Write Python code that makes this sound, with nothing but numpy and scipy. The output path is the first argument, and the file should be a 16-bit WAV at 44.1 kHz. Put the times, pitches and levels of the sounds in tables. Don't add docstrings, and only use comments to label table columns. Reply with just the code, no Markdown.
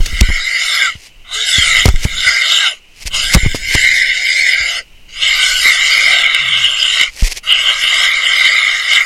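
import sys
import numpy as np
from scipy import signal
from scipy.fft import rfft, irfft, next_fast_len
from scipy.io import wavfile

SR = 44100
rng = np.random.default_rng(int(sys.argv[2]) if len(sys.argv) > 2 else 0)


def bounce(signal):
    frames = np.transpose(np.atleast_2d(signal))
    limited = np.clip(frames, -1, 1)
    pcm = np.round(limited * 32767).astype(np.int16)
    wavfile.write(sys.argv[1], SR, pcm)


N = 399105

# time in seconds, effort in dB, weights of the mouth and of
# the treble in dB, balance point between the mouth's two cavities in Hz.
CRY_CURVES = [
    [(0.0, -28.5, -4.5, -0.5, 3000), (0.204, -19.5, -6, -8.5, 3320), (0.35, -13.5, -5.5, -11, 2780),
     (0.426, -17, -8, -10, 3800), (0.516, -13.5, -10, -11, 2920), (0.708, -12.5, -2.5, -7, 3540),
     (0.858, -10.5, -6.5, -11.5, 3330), (0.96, -37.5, -3.5, -8, 2800)],
    [(1.24, -44, -2, -23, 3100), (1.346, -17.5, 1.5, -3, 3530), (1.606, -10, -9.5, -4, 3130),
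     (1.732, -8.5, -5, -9.5, 3700), (1.792, -8.5, -4, -6.5, 2900), (1.866, -18, -4.5, -8, 3400),
     (1.938, -27.5, -9.5, -4, 3280), (2.22, -15.5, -1.5, -7.5, 3420), (2.28, -6, -10, -10.5, 3340),
     (2.384, -13.5, -9, -9, 3400), (2.516, -11, -0.5, -8, 3310), (2.676, -11.5, -2.5, -9.5, 3150),
     (2.79, -46, -3, -3.5, 2840)],
    [(3.09, -44, -4, -10, 3000), (3.148, -15, 4, -0.5, 2990), (3.358, -15.5, -7.5, -5, 3300),
     (3.6, -24, -6.5, -7, 3110), (3.77, -9, -6, -9, 3020), (3.942, -8.5, -14.5, -14, 3580),
     (4.132, -13.5, -8.5, -14.5, 3130), (4.346, -12.5, -8.5, -9, 3590), (4.532, -10, -11, -14.5, 3360),
     (4.79, -17, -6.5, -8, 2980), (4.84, -51, -2, -6, 2880)],
    [(5.08, -45, -3.5, -5, 2920), (5.23, -12, -1.5, -10, 3090), (5.42, -9.5, -7, -5.5, 3170),
     (5.6, -14.5, -4, -2.5, 2860), (5.66, -6, -10, -9.5, 3540), (5.82, -12.5, -5, -9, 3100),
     (6.02, -8.5, -10, -8.5, 3200), (6.21, -9.5, -1, -13.5, 3200), (6.27, -10, -6.5, -22, 3210),
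     (6.78, -14, 0.5, -11.5, 2966), (7.03, -9.5, -4, -10.5, 3090), (7.1, -27.5, -9, -14, 2920)],
    [(7.43, -26.5, -4, -7, 2940), (7.502, -11, 5, -15.5, 2900), (7.628, -13, -4.5, -11.5, 3030),
     (7.708, -6.5, -1, -18, 2950), (7.744, -15, -5, -10, 3060), (8.048, -8, -2, -12, 3015),
     (8.102, -15, -8, -14, 3350), (8.286, -11.5, -2, -12, 2930), (8.552, -9.5, -8.5, -14.5, 3450),
     (8.874, -16, -4, -11.5, 3420), (8.958, -8, -4.5, -12, 3160), (9.05, -14.5, -17, -17.5, 3180)],
]


def gain_of(db):
    return 10 ** (np.asarray(db) / 20)


def unit_rms(x):
    return x / np.sqrt(np.mean(x ** 2) + 1e-20)


def add(mix, start_s, sound):
    part = mix[round(start_s * SR):][:len(sound)]
    part += sound[:len(part)]


def curves(rows):
    times, *columns = np.transpose(rows)
    return [np.interp(np.arange(N) / SR, times, column) for column in columns]


def drift(top_hz):
    lowpass = signal.butter(2, top_hz, fs=SR)
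    return unit_rms(signal.lfilter(*lowpass, rng.standard_normal(N + SR))[SR:])


def coloured(points):
    hz, db = np.transpose(points)
    size = next_fast_len(N)
    shape = gain_of(np.interp(np.log(np.fft.rfftfreq(size, 1 / SR) + 1), np.log(hz), db))
    return unit_rms(irfft(rfft(rng.standard_normal(size)) * shape, size)[:N])


def resonate(x, hz, width_hz):
    carrier = np.exp(2j * np.pi * np.cumsum(hz * np.ones(len(x))) / SR)
    pole = np.exp(-np.pi * width_hz / SR)
    smoothed = signal.lfilter([1], np.poly([pole] * 3), x / carrier)
    return unit_rms((carrier * smoothed).real)


def glide(length_s, first_hz, last_hz, db, bend=1.8, fade_share=0.17):
    progress = np.arange(0, length_s, 1 / SR) / length_s
    travel = progress ** bend if last_hz < first_hz else 1 - (1 - progress) ** bend
    envelope = gain_of(db) * np.clip(np.minimum(progress, 1 - progress) / fade_share, 0, 1)
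    return first_hz + (last_hz - first_hz) * travel, envelope


def tone(hz, envelope, waver):
    cycles = np.cumsum(hz * (1 + waver * drift(73)[:len(hz)])) / SR
    return np.sqrt(2) * envelope * np.sin(2 * np.pi * cycles)


def folds(pulse_hz=715, jitter=0.1, breathiness=1.9, flutter_db=0.5):
    cycles = np.cumsum(pulse_hz * np.exp(jitter * drift(80) + 0.04 * drift(4))) / SR
    slaps = np.diff(np.floor(cycles), prepend=0) * gain_of(5.6 * rng.standard_normal(N))
    puffs = (5.2 + np.exp(-(cycles % 1) / 0.5)) * rng.standard_normal(N)
    return (unit_rms(slaps) + breathiness * unit_rms(puffs)) * gain_of(flutter_db * drift(170))


def breath(attack_s=0.0078, release_s=0.0087):
    t = np.arange(N) / SR
    ramps = (np.minimum((t - cry[0][0]) / attack_s, (cry[-1][0] - t) / release_s + 1)
             for cry in CRY_CURVES)
    return sum(np.clip(ramp, 0, 1) for ramp in ramps)


def mouth_tuning(shut_drop=0.081, open_s=0.06, close_s=0.042):
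    t = np.arange(N) / SR
    opening = sum(np.exp(-abs(t - cry[0][0]) / open_s) for cry in CRY_CURVES[1:])
    closing = sum(np.exp(-abs(t - cry[-1][0]) / close_s) for cry in CRY_CURVES[:-1])
    return 1 - shut_drop * (opening + closing)


def cries(main_hz=2103.6, lower_hz=2976, upper_hz=3650, least_share=0.084, steady=0.7):
    # centre in Hz, width in Hz, relative level in dB.
    throat_modes = [(1573, 146, 2), (680, 390, -10), (507, 2700, -16.5)]
    shrill_modes = [(4382, 380, -5), (5015, 390, 0)]
    snout_modes = [(5430, 4100, -0.5), (6990, 830, -2), (7494, 460, -4.5), (8730, 1200, -9),
                   (9920, 730, -14), (11350, 3000, -14.5)]
    # time in seconds, centre in Hz, weight in dB,
    # level of the shrill pair against the snout in dB.
    tongue_path = [(0, 1470, -13, -0.5), (.55, 1410, -18.5, 4.5), (.9, 1310, -13.5, 1),
                   (1.32, 1110, -10, -5), (1.42, 1610, -17.5, -3), (1.75, 1365, -16.5, -6.5),
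                   (2.4, 1450, -14.5, 2.5), (2.72, 1230, -16, -4.5), (3.16, 1120, -13.5, -3),
                   (3.3, 1630, -13, -3.5), (3.9, 1710, -21.5, 0.5), (4.45, 1660, -20, 7.5),
                   (4.78, 1380, -13.5, 5), (5.3, 1235, -19.5, -1), (6.2, 1356, -15, 2),
                   (6.5, 1226, -19.5, -0.5), (8, 1217, -14.5, -1), (8.3, 1280, -15, 1.5)]
    effort_db, mouth_db, treble_db, balance_hz = curves(sum(CRY_CURVES, []))
    tongue_hz, tongue_db, shrill_db = curves(tongue_path)
    main_share = np.sqrt(np.clip(1 - gain_of(2 * mouth_db) - gain_of(2 * treble_db), least_share, 1))
    upper_share = np.clip((balance_hz - lower_hz) / (upper_hz - lower_hz), least_share ** 2, 1 - least_share)
    drive, tuning = folds(), mouth_tuning()

    def cavity(hz, width_hz, looseness=1):
        height = hz / 2000
        ringing = resonate(drive, hz + looseness * 42.6 * height * drift(6), width_hz)
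        return ringing * gain_of(1.88 * np.sqrt(height) * drift(9))

    def bank(modes):
        return unit_rms(sum((-1) ** k * gain_of(db) * cavity(hz * tuning, width_hz)
                            for k, (hz, width_hz, db) in enumerate(modes)))

    throat, shrill, snout = bank(throat_modes), bank(shrill_modes), bank(snout_modes)
    voice = main_share * cavity(main_hz, 387, steady)
    voice -= gain_of(-6 + 0.63 * tongue_db) * throat
    voice -= gain_of(tongue_db) * cavity(tongue_hz, 440, steady)
    voice -= gain_of(treble_db - 3.5) * (snout + gain_of(shrill_db) * shrill)
    upper = np.sqrt(upper_share) * cavity(upper_hz, 560)
    lower = np.sqrt(1 - upper_share) * cavity(lower_hz, 600, steady)
    voice += gain_of(mouth_db) * (upper - lower)
    voice *= gain_of(effort_db) * breath()
    notched = signal.lfilter(*signal.iirnotch(960, 2.5, fs=SR), voice)
    return 0.42 * voice + 0.54 * notched


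def rumble():
    # time in seconds, level in dB.
    shoving = [(0, -18), (.22, -23.5), (.5, -49), (1.5, -38.5), (1.69, -26), (2.19, -25), (2.35, -66),
               (2.95, -44), (3.15, -25), (3.75, -26), (4.3, -45), (5.55, -35), (6.25, -44), (7.4, -38),
               (9.05, -47)]
    lows = coloured([(8, -1), (20, 1), (50, -11), (120, -22), (300, -34.5), (1000, -50)])
    lumps = lows * gain_of(0.96 * drift(16))
    return gain_of(curves(shoving)[0]) * unit_rms(lumps)


def open_air(level_db=-47):
    # frequency in Hz, relative noise density in dB.
    air_spectrum = [(100, -8), (365, -9), (1680, -14.5), (2040, -6.5), (2990, 2.5), (3320, -13.5),
                    (6150, -16.5), (16000, -33)]
    return gain_of(level_db) * coloured(air_spectrum)


def blows(knock_s=0.0065, attack_s=0.00036):
    # start in seconds, strength in dB, size of the swing (+ a push, - a pull),
    # nominal swing rate in Hz, decay time in periods of that rate.
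    hits = [(.004, 4.5, 0.9, 24, 0.64), (.13, -17, 1.5, 66.6, 5.1), (.212, 14, 0.74, 64.2, 0.76),
            (.236, 3, -0.6, 24.6, 0.44), (.288, 3, 1, 43.6, 0.27), (.301, 8.5, 0.19, 29.5, 1.8),
            (.953, -28, -1.8, 106, 1.3), (1.583, -7, -0.65, 100, 2.1), (1.856, 12.5, -1.34, 94.7, 0.42),
            (1.883, 14, 0.4, 75, 1.2), (1.941, 2.5, -1, 23.1, 0.76), (2.052, 4, 1.1, 78, 0.35),
            (2.263, -22, 0.4, 119, 9.2), (3.055, -28, -4.5, 52.4, 1.1), (3.347, 10.5, -0.5, 156, 1.1),
            (3.362, 18, 0.5, 63.5, 0.59), (3.432, -8.5, 3, 40, 0.39), (3.449, 14.5, -0.13, 21, 0.71),
            (3.461, -10, 3, 144, 1.7), (3.547, 1.5, 0.14, 88.5, 0.56), (3.75, -1, 1, 141, 0.56),
            (4.605, -38, 4.2, 69.4, 3.3), (7.224, 3.5, 1, 41.4, 1.02)]
    out, t = np.zeros(N), np.arange(SR // 4) / SR
    shell = coloured([(80, 23.5), (250, 13.5), (700, 2), (1300, 3.5), (3000, -30)])
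    for k, (start_s, db, size, hz, periods) in enumerate(hits):
        cycles = np.log1p(0.448 * hz * t) / 0.383
        swing = size * np.sin(2 * np.pi * cycles) * np.exp(-hz * t / periods)
        knock = gain_of(-8) * (hz / 100) ** 1.5 * np.exp(-t / knock_s) * shell[k * len(t):][:len(t)]
        add(out, start_s, gain_of(db) * (swing + knock) * (1 - np.exp(-t / attack_s)))
    return out


def scrapes():
    # time of the peak in seconds, level in dB, rise and fall in milliseconds for 7 dB.
    strokes = [(0.059, -17, 0, 9), (0.21, -1.5, 1, 4), (1.06, -39, 86, 25), (1.858, 1, 1, 2),
               (1.889, -14, 9, 3.5), (2.046, -19.5, 19, 11), (3.035, -30.5, 29, 4), (3.07, -19, 6.5, 13),
               (3.348, -3, 9, 5.5), (3.55, -20.5, 3, 18), (3.755, -13, 26, 2), (6.22, -26, 22, 3),
               (7.2, -33.5, 29, 17), (7.273, -18, 37, 7.5), (7.326, -18, 17, 4.5), (7.375, -24, 18, 13)]
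    # frequency in Hz, relative noise density in dB.
    grit_spectrum = [(150, -32), (400, -13), (1400, -18), (2100, -1.5), (3760, -8), (5080, -3.5),
                     (11300, -17), (14500, -26), (16500, -49)]
    t, envelope = np.arange(N) / SR, np.zeros(N)
    for peak_s, db, rise_ms, fall_ms in strokes:
        near = slice(max(round((peak_s - 0.4) * SR), 0), round((peak_s + 0.3) * SR))
        ms = (t[near] - peak_s) * 1000
        below_peak_db = 7 * np.where(ms < 0, -ms / rise_ms, (ms / fall_ms) ** 2)
        envelope[near] += gain_of(db - below_peak_db)
    return envelope * coloured(grit_spectrum) * gain_of(2.85 * drift(310))


def whistles():
    # start and length in seconds, first and last pitch in Hz, level in dB.
    notes = [(0.781, 0.13, 1657, 1230, -19), (1.336, 0.32, 1246, 1614, -36), (1.345, 0.1, 402, 454, -41),
             (2.588, 0.099, 1670, 1260, -20.5), (5.36, 0.25, 1520, 1480, -21.5)]
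    out = np.zeros(N)
    for start_s, *note in notes:
        add(out, start_s, tone(*glide(*note), waver=0.022))
    return out


def groans(width_hz=270):
    # start and length in seconds, first and last pitch in Hz, level in dB.
    notes = [(1.5, 0.17, 3540, 2850, -13), (2.605, 0.15, 880, 533, -39), (4.654, 0.183, 744, 520, -40),
             (6.054, 0.2, 720, 674, -33), (7.95, 0.15, 3260, 3220, -24)]
    out = np.zeros(N)
    for start_s, *note in notes:
        hz, envelope = glide(*note)
        add(out, start_s, envelope * resonate(rng.standard_normal(len(hz)), hz, width_hz))
    return out


def grunt():
    # start and length in seconds, first and last pitch in Hz, level in dB.
    notes = [(6.37, .33, 136, 95, -39)]
    start_s, *note = notes[0]
    out = np.zeros(N)
    add(out, start_s, tone(*glide(*note), waver=0.24))
    return out


def scene(recovery_s=0.14):
    thumps, air = blows(), open_air()
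    hog = cries() + whistles() + grunt() + groans()
    pole = np.exp(-1 / (recovery_s * SR))
    dip = signal.lfilter([1 - pole], [1, -pole], np.minimum(abs(thumps), 1))
    return (hog * gain_of(-14 * dip) + thumps + scrapes() + rumble() + air)[None]


def record(dry, ceiling=0.97, edge_hz=16200):
    overloaded = np.clip(dry, -ceiling, ceiling)
    lowpass = signal.firwin(1023, edge_hz, window=("kaiser", 12), fs=SR)
    return signal.oaconvolve(overloaded, lowpass[None], "same")


dry = scene()
out = record(dry)
bounce(out)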